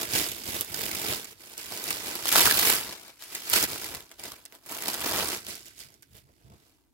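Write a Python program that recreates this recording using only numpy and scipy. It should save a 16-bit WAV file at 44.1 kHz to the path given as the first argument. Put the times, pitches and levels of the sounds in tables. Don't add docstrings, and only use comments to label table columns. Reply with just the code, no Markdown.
import sys
import numpy as np
from scipy import signal
from scipy.io import wavfile
from scipy.ndimage import uniform_filter1d

SR = 44100
rng = np.random.default_rng(int(sys.argv[2]) if len(sys.argv) > 2 else 0)


def inscribe(sig):
    pcm = np.round(np.clip(np.atleast_2d(sig).T, -1, 1) * 32767)
    wavfile.write(sys.argv[1], SR, pcm.astype(np.int16))


def natural_amplitude(level_db):
    exponent = np.asarray(level_db, float) / 20
    return 10 ** exponent


N = 305613
TIME = np.arange(N) / SR
LEFT_LAG_S = .00017
SNAP_LATE_S = .0008


def evened(x):
    return x / np.sqrt(np.mean(x ** 2) + 1e-20)


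def steadied(x, s):
    power = abs(uniform_filter1d((x ** 2).mean(0), round(s * SR)))
    return x / np.sqrt(power + 1e-12)


def read(points, hz):
    f, value = np.transpose(points)
    return np.interp(np.log(hz + 1), np.log(f + 1), value)


def colour(x, points):
    hz = abs(np.fft.fftfreq(4096, 1 / SR))
    log_gain = np.log(natural_amplitude(np.maximum(read(points, hz), -80)))
    taps = np.fft.ifft(np.exp(signal.hilbert(log_gain).conj())).real[:2048]
    return signal.oaconvolve(x, taps[None], axes=1)[:, :N]


def resonate(x, hz, width):
    r = np.exp(-np.pi * width / SR)
    turn = 2 * np.pi * min(hz, 16000) / SR
    return signal.lfilter([1 - r, 0, r - 1], [1, -2 * r * np.cos(turn), r * r], x)


def treble(x):
    return signal.sosfilt(signal.butter(2, 9000, "high", fs=SR, output="sos"), x)


def panned(x, pan_db):
    return x * natural_amplitude(np.array([pan_db / 2, -pan_db / 2]).reshape(2, -1))


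def swells(rows, shift_db=0):
    s, db, rise_s, fall_s = np.array(rows).T[:4, :, None]
    since = TIME[::64] - s
    drop_db = 20 * np.maximum(-since / abs(rise_s), since / abs(fall_s))
    level_db = db + np.reshape(shift_db, (-1, 1)) - drop_db
    return np.interp(TIME, TIME[::64], np.sqrt((natural_amplitude(level_db) ** 2).sum(0)))


# f/Hz, level per Hz/dB
HUM = [(18, -50.5), (30, -19), (53, -0.5), (124, -9.5), (189, -18.5), (295, -2.5), (649, -36), (844, -33.5),
       (2170, -38), (16000, -33)]


def hum():
    noise = .8 * rng.standard_normal(N) + rng.standard_normal((2, N))
    return natural_amplitude(-70) * evened(colour(noise, HUM))


# f/Hz, time to fall 60 dB/s
ROOM = [(250, 0.099), (1500, 0.17), (5000, 0.092), (13000, 0.017)]


def room(x):
    length = SR // 4
    echoes = np.zeros((2, length))
    at = np.arange(130, length - 20, 20) + rng.integers(0, 20, (2, (length - 131) // 20))
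    np.put_along_axis(echoes, at, rng.choice([-1., 1.], at.shape), 1)
    hz, t, bands = signal.stft(echoes, SR, nperseg=128)
    t60 = np.maximum(read(ROOM, hz), .01)[:, None]
    tail = signal.istft(bands * natural_amplitude(-60 * t / t60), SR, nperseg=128)[1]
    return signal.fftconvolve(x, tail / np.linalg.norm(tail[0]), axes=1)[:, :N]


# t/s of the peak, crackle level/dB, rise/s per 20 dB, fall/s per 20 dB, pumped air over crackle/dB
HAND_STROKES = [(0.037, -32.0, 0.734, 0.08, -8), (0.156, -22.0, 0.081, 0.221, -11),
                (0.393, -39.5, 0.047, 0.024, -6), (0.491, -32.5, 0.13, 0.095, -9),
                (0.561, -30.0, 0.106, 0.048, -10), (0.614, -30.5, 0.097, 0.037, -12),
                (0.817, -30.5, 0.214, 0.284, -10), (1.119, -28.0, 0.434, 0.144, -9),
                (1.329, -47.5, 1.2, 0.015, -14), (1.409, -48.5, 0.05, 1.199, -10),
                (1.54, -45.5, 0.155, 0.023, -11), (1.579, -38.0, 0.015, 0.381, -16),
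                (1.719, -36.0, 0.056, 0.59, -9), (1.893, -30.5, 0.124, 0.249, -13),
                (2.072, -33.5, 0.073, 0.167, -10), (2.16, -37.0, 0.45, 0.429, -9),
                (2.287, -24.0, 0.053, 0.015, -22), (2.377, -17.0, 0.122, 0.368, -14),
           (2.52, -31.0, 0.016, 0.026, -21), (2.592, -23.5, 0.091, 0.037, -22),
           (2.702, -17.5, 0.311, 0.131, -16), (2.923, -41.0, 1.001, 0.084, -8),
           (3.096, -49.0, 0.349, 0.042, -9), (3.217, -42.5, 0.036, 0.17, -18),
           (3.35, -36.0, 0.094, 0.15, -14), (3.562, -17.5, 0.078, 0.072, -17),
           (3.646, -22.5, 0.207, 0.018, -14), (3.723, -32.5, 0.173, 0.227, -10),
           (3.844, -34.5, 0.058, 0.17, -12), (3.943, -39.0, 0.105, 0.107, -6),
           (4.113, -52.0, 0.026, 0.106, -8), (4.193, -42.5, 0.015, 0.077, -10),
           (4.246, -38.0, 0.044, 0.18, -10), (4.457, -53.5, 0.015, 0.028, -13),
           (4.548, -50.0, 0.066, 0.061, -7),
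                (4.713, -35.5, 0.064, 0.392, -11), (4.888, -30.0, 0.127, 0.125, -11),
           (5.072, -29.0, 0.194, 0.235, -9), (5.191, -26.5, 0.246, 0.192, -9),
           (5.34, -30.5, 0.317, 0.075, -11), (5.49, -35.5, 0.055, 0.174, -11),
           (5.668, -45.0, 0.03, 0.081, -15), (5.805, -42.0, 0.064, 0.096, -16),
           (5.932, -60.5, 0.362, 0.118, -3), (6.023, -61.0, 0.015, 0.077, -16),
           (6.172, -49.5, 0.077, 0.056, -9), (6.297, -77.5, 0.045, 0.036, 17),
           (6.544, -68.0, 0.181, 0.055, 10), (6.68, -64.0, 1.2, 0.265, -7)]
STROKES = HAND_STROKES


def pumped():
    return swells(STROKES, [row[4] for row in STROKES])


# t/s of the peak, level/dB, rise/s per 20 dB, fall/s per 20 dB
THUMPS = [(0.151, -41.5, 0.127, 0.157), (0.295, -51.5, 0.055, 0.256), (0.533, -43.0, 0.121, 0.131),
          (0.716, -48.5, 0.055, 0.155), (0.822, -46.5, 0.092, 0.352), (1.103, -40.5, 0.042, 0.082),
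          (1.299, -65.0, 0.096, 0.472), (1.691, -60.5, 0.137, 0.652), (1.893, -55.5, 0.061, 0.707),
          (2.453, -40.5, 0.143, 0.276), (2.833, -53.5, 0.9, 0.2), (3.529, -49.0, 0.03, 0.319),
          (3.649, -47.5, 0.094, 0.193), (3.959, -52.5, 0.489, 0.108), (4.244, -57.5, 0.104, 0.239),
          (5.196, -45.5, 0.331, 0.256), (5.463, -54.0, 0.033, 0.209), (5.718, -66.0, 0.193, 0.129),
          (5.875, -58.5, 0.115, 0.074), (6.161, -52.5, 0.076, 0.047), (6.311, -62.0, 0.657, 0.05),
          (6.504, -48.0, 0.101, 0.097)]
# f/Hz, level per Hz/dB
RUMBLE = [(12, -44), (20, -24), (70, 0), (150, -2), (178, -14), (200, -2), (260, -27.5), (440, -120)]


def rumble():
    noise = rng.standard_normal(N) + 0.67 * rng.standard_normal((2, N))
    lumps = natural_amplitude(3.6 * evened(uniform_filter1d(rng.standard_normal(N), 1500)))
    low = steadied(colour(noise * lumps, RUMBLE), 0.11)
    level = np.hypot(swells(THUMPS), natural_amplitude(-14) * pumped())
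    return panned(natural_amplitude(-1.35) * level * low, -3)


# f/Hz, width/Hz, level/dB
POCKET = [(285, 168, 7), (383, 332, 5), (710, 270, -2.5)]


def pocket(train, level):
    push = evened(train * rng.choice([-1, 1], N)) + 0.47 * rng.standard_normal(N)
    push = push + 0.29 * rng.standard_normal((2, N))
    push[0] = np.roll(push[0], round(LEFT_LAG_S * SR))
    air = np.zeros((2, N))
    for hz, width, db in POCKET:
        wide = width * 1.97
        air += natural_amplitude(db) * resonate(resonate(push, hz, wide), hz, wide)
    jolts = (uniform_filter1d(level, 300) / uniform_filter1d(level, 3000)) ** 0.45
    return natural_amplitude(-0.02) * pumped() * jolts * steadied(air, 0.056)


# t/s, left-right balance/dB, treble of the tight film/dB, body from cloth/dB
PLACE = [(0.0, -5, 0, 0), (0.3, -5, 0, -5), (0.6, -5.5, 2.5, -2), (1.3, -4, 0.5, -2), (2.1, -3.5, -1.5, 0),
         (2.3, -2, -1, -2), (2.43, -2, 2, 0), (2.72, -4, 4, 1), (3.0, 3, -7, 2), (3.5, -3.5, 1, -2),
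         (4.1, -1.5, -1.5, 0), (4.6, -2.5, 2.5, 3), (5.3, -2, -1, 2), (5.5, -3.5, -5, -6),
         (5.8, -5.5, -4, -5), (6.1, -6, 2, -2), (6.5, -6, -3, -3), (6.93, -1, -1.5, 4)]


def follow(column):
    rows = np.array(PLACE)
    return np.interp(TIME, rows[:, 0], rows[:, column])


def bodied(x):
    body = signal.sosfilt(signal.butter(1, [550, 1500], "band", fs=SR, output="sos"), x)
    return x + (natural_amplitude(follow(column=3)) - 1) * body


def placed(x):
    lag_s_per_db = .00006
    late = np.round((-follow(column=1) * lag_s_per_db - LEFT_LAG_S) * SR).astype(int)
    left = x[0, np.clip(np.arange(N) - late, 0, N - 1)]
    return np.array([left, x[1]])


def crease(hz, ring_db, lag_s, crack_s, shiver_s, shiver_db, same):
    t = np.arange(900) / SR
    noise = rng.standard_normal((3, len(t)))
    same = np.clip(same, 0, 1)
    noise = same * noise[0] + np.sqrt(1 - same ** 2) * noise[1:]
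    fade = np.exp(-t / crack_s) + natural_amplitude(shiver_db) * np.exp(-t / shiver_s)
    burst = noise * fade * (1 - np.exp(-t / .00008))
    burst = evened(burst) + natural_amplitude(ring_db) * evened(resonate(burst, hz, 0.11 * hz))
    late = max(round(lag_s * SR), 0)
    burst[0] = np.concatenate([np.zeros(late), burst[0, :len(t) - late]])
    return burst


def slips(per_s, spread_db, clump_db):
    clumps = evened(uniform_filter1d(rng.standard_normal(N), 500))
    size_db = spread_db * np.minimum(rng.exponential(1, N), 5) + clump_db * clumps
    return natural_amplitude(size_db) * (rng.random(N) < per_s / SR)


# f/Hz, level per Hz/dB
FILM = [(400, -25.5), (900, -7), (1300, -5), (1700, -2.5), (2600, -1), (4300, 0), (8800, -2.5),
        (12500, -0.5), (16500, -3)]


def crackle(train, level, count=24):
    patch = rng.integers(0, count, N)
    out = np.zeros((2, N))
    for k, hz in enumerate(np.geomspace(1000, 15000, count)):
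        lag_s = LEFT_LAG_S * rng.uniform(.5, 1.5)
        grain = crease(hz, -4.3, lag_s, crack_s=.00028, shiver_s=.0026, shiver_db=-12.5, same=.7)
        grain = grain * natural_amplitude(rng.normal(0, 0.5, (2, 1)))
        out += signal.oaconvolve((train * (patch == k))[None], grain, axes=1)[:, :N]
    out = steadied(colour(out, FILM), 0.017)
    film = out + (natural_amplitude(follow(column=2)) - 1) * treble(out)
    return level * steadied(film, 0.032)


# t/s, peak level/dB, panel pitch f/Hz, run of slips after it relative to the snap/dB
CREASE_SNAPS = [(0.012, -19.5, 7560, -9), (0.0308, -18, 2600, -12), (0.1664, -16, 2690, -14),
                (0.1883, -10.5, 4140, -17.5), (0.2867, -17.5, 7300, -17), (0.3154, -19, 12200, -14),
                (0.3564, -24.5, 12500, -14), (0.609, -7.5, 14000, -27.5), (0.6462, -22, 7260, -17),
                (0.7418, -19, 4840, -11), (0.817, -19, 12400, -14), (0.8555, -20, 6630, -10),
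                (0.913, -21, 4100, -10), (0.9484, -18.5, 7100, -10.5), (0.9852, -20.5, 5280, -11),
                (1.0162, -19.5, 7750, -14), (1.047, -20.5, 10700, -14), (1.1334, -15.5, 4120, -13.5),
                (1.2431, -27, 7460, -10), (1.4584, -30.5, 7670, -15), (1.5783, -22, 7600, -27),
                (1.658, -24, 3950, -15.5), (1.774, -20, 4680, -15), (1.8396, -19, 12900, -16),
                (1.905, -10.5, 13800, -17), (2.0814, -20.5, 4790, -12), (2.153, -18, 12300, -13),
                (2.255, -16, 1330, -13), (2.281, -12, 13800, -11), (2.288, -14, 11400, -10),
              (2.316, -13, 13800, -9), (2.325, -6.5, 10400, -12), (2.335, -14, 1720, -9.5),
              (2.353, -11, 902, -11), (2.357, -1, 1390, -12.5), (2.374, -6.5, 12100, -13),
              (2.38, -6, 4280, -7.5), (2.393, -6, 14400, -12.5), (2.405, -6, 3320, -10),
              (2.415, -6.5, 4340, -10.5), (2.441, -9, 5450, -10.5), (2.454, -5.5, 6760, -9.5),
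              (2.464, -8.5, 1590, -10), (2.473, -8.5, 1220, -11), (2.497, -10, 1780, -9.5),
              (2.51, -5, 1700, -11.5), (2.59, -8, 6160, -11), (2.749, -12, 7360, -11.5),
              (2.924, -28, 2790, -10),
                (3.0799, -32.5, 4140, -16), (3.2226, -27, 3110, -15), (3.2363, -27.5, 11800, -14.5),
              (3.35, -15.5, 6540, -16), (3.4986, -9.5, 13100, -21.5), (3.5314, -7, 7150, -9),
              (3.5376, -12, 4400, -15), (3.5572, -6, 5400, -16), (3.5934, -10, 4340, -16),
              (3.6062, -17, 3450, -16), (3.6264, -8.5, 7190, -16), (3.6387, -7, 4160, -20),
              (3.688, -23.5, 7530, -9), (3.8145, -22.5, 5070, -11), (3.8425, -19, 12500, -16),
              (3.948, -18.5, 4250, -15), (4.0052, -28, 3730, -17), (4.058, -38, 7310, -17),
              (4.0921, -42, 4900, -16), (4.114, -30.5, 2190, -17.5), (4.196, -27.5, 5030, -20),
              (4.237, -21, 4900, -17), (4.318, -28.5, 5330, -11), (4.4523, -27.5, 7540, -15),
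              (4.5231, -35.5, 2040, -18), (4.5506, -35, 3430, -16),
                (4.6608, -30.5, 13600, -14.5), (4.688, -29.5, 5070, -14.5), (4.694, -25, 12100, -14.5),
              (4.7152, -22.5, 12800, -14.5), (4.7215, -24, 12700, -14.5), (4.7466, -22, 5780, -14.5),
              (4.7734, -23, 11900, -14.5), (4.8214, -16, 7440, -14.5), (4.8813, -12, 8640, -14.5),
              (4.9326, -18, 5000, -14.5), (4.9412, -14, 12100, -14.5), (5.005, -16, 4740, -14.5),
              (5.1213, -16.5, 4460, -14.5), (5.1884, -13.5, 4640, -14.5), (5.2826, -15.5, 8880, -14.5),
              (5.37, -21.5, 11200, -14.5), (5.4475, -31, 7710, -14.5), (5.4654, -26, 4760, -14.5),
              (5.5525, -26, 4810, -14.5), (5.656, -36.5, 5540, -14.5), (5.7903, -31.5, 11600, -14.5),
              (5.9406, -42, 5900, -14.5), (6.0232, -37, 7400, -14.5)]
CREASES = CREASE_SNAPS


def snaps():
    out = np.zeros((2, N + 900))
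    for s, db, hz, _ in CREASES:
        crack = crease(hz, -10, LEFT_LAG_S, crack_s=.00025, shiver_s=.0018, shiver_db=-16, same=.8)
        pop = resonate(crack, 730, 1100)
        crack = signal.lfilter(*signal.butter(2, min(5500, .55 * hz), "high", fs=SR), crack)
        pop_gain = natural_amplitude(-6 - 4.5 * np.log2(hz / 1300))
        sound = crack / abs(crack).max() + pop_gain * pop / abs(pop).max()
        at = round((s + SNAP_LATE_S) * SR)
        out[:, at:at + 900] += natural_amplitude(db + 3) * sound
    return out[:, :N]


def effort():
    level = natural_amplitude(-1.0) * swells(STROKES)
    run_s, hush_s, hush_db = .0078, .007, -3.5
    t = np.arange(round((run_s + .01) * SR)) / SR
    run = natural_amplitude(-1.8 * t / run_s - 60 * np.maximum(t - run_s, 0) / .012)
    hush = natural_amplitude(hush_db * np.sqrt(np.linspace(0, 1, round(hush_s * SR))))
    starts = [round((row[0] + SNAP_LATE_S) * SR) for row in CREASES]
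    for at in starts:
        level[at - len(hush):at] *= hush
    for at, (_, db, _, run_db) in zip(starts, CREASES):
        part = level[at:][:len(t)]
        part[:] = np.maximum(part, natural_amplitude(db + run_db) * run)
    return level + 1e-6


def scene():
    train = slips(per_s=2500, spread_db=2.8, clump_db=3.0)
    level = effort()
    film = panned(crackle(train, level) + snaps(), follow(column=1))
    air = panned(pocket(train, level), -0.89)
    bag = placed(bodied(film + air))
    return hum() + natural_amplitude(-14.0) * room(bag) + rumble() + bag


def low_pass(x):
    return signal.sosfilt(signal.butter(12, 17010, fs=SR, output="sos"), x)


def record(dry):
    band = signal.firwin(255, 16000, window=("kaiser", 9), fs=SR)
    heard = signal.oaconvolve(dry, band[None], "same")
    heard = heard + treble(heard) * [[.25], [-.25]]
    mix = np.tanh(1.237 * heard) / 1.162
    return low_pass(mix)


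dry = scene()
out = record(dry)
inscribe(out)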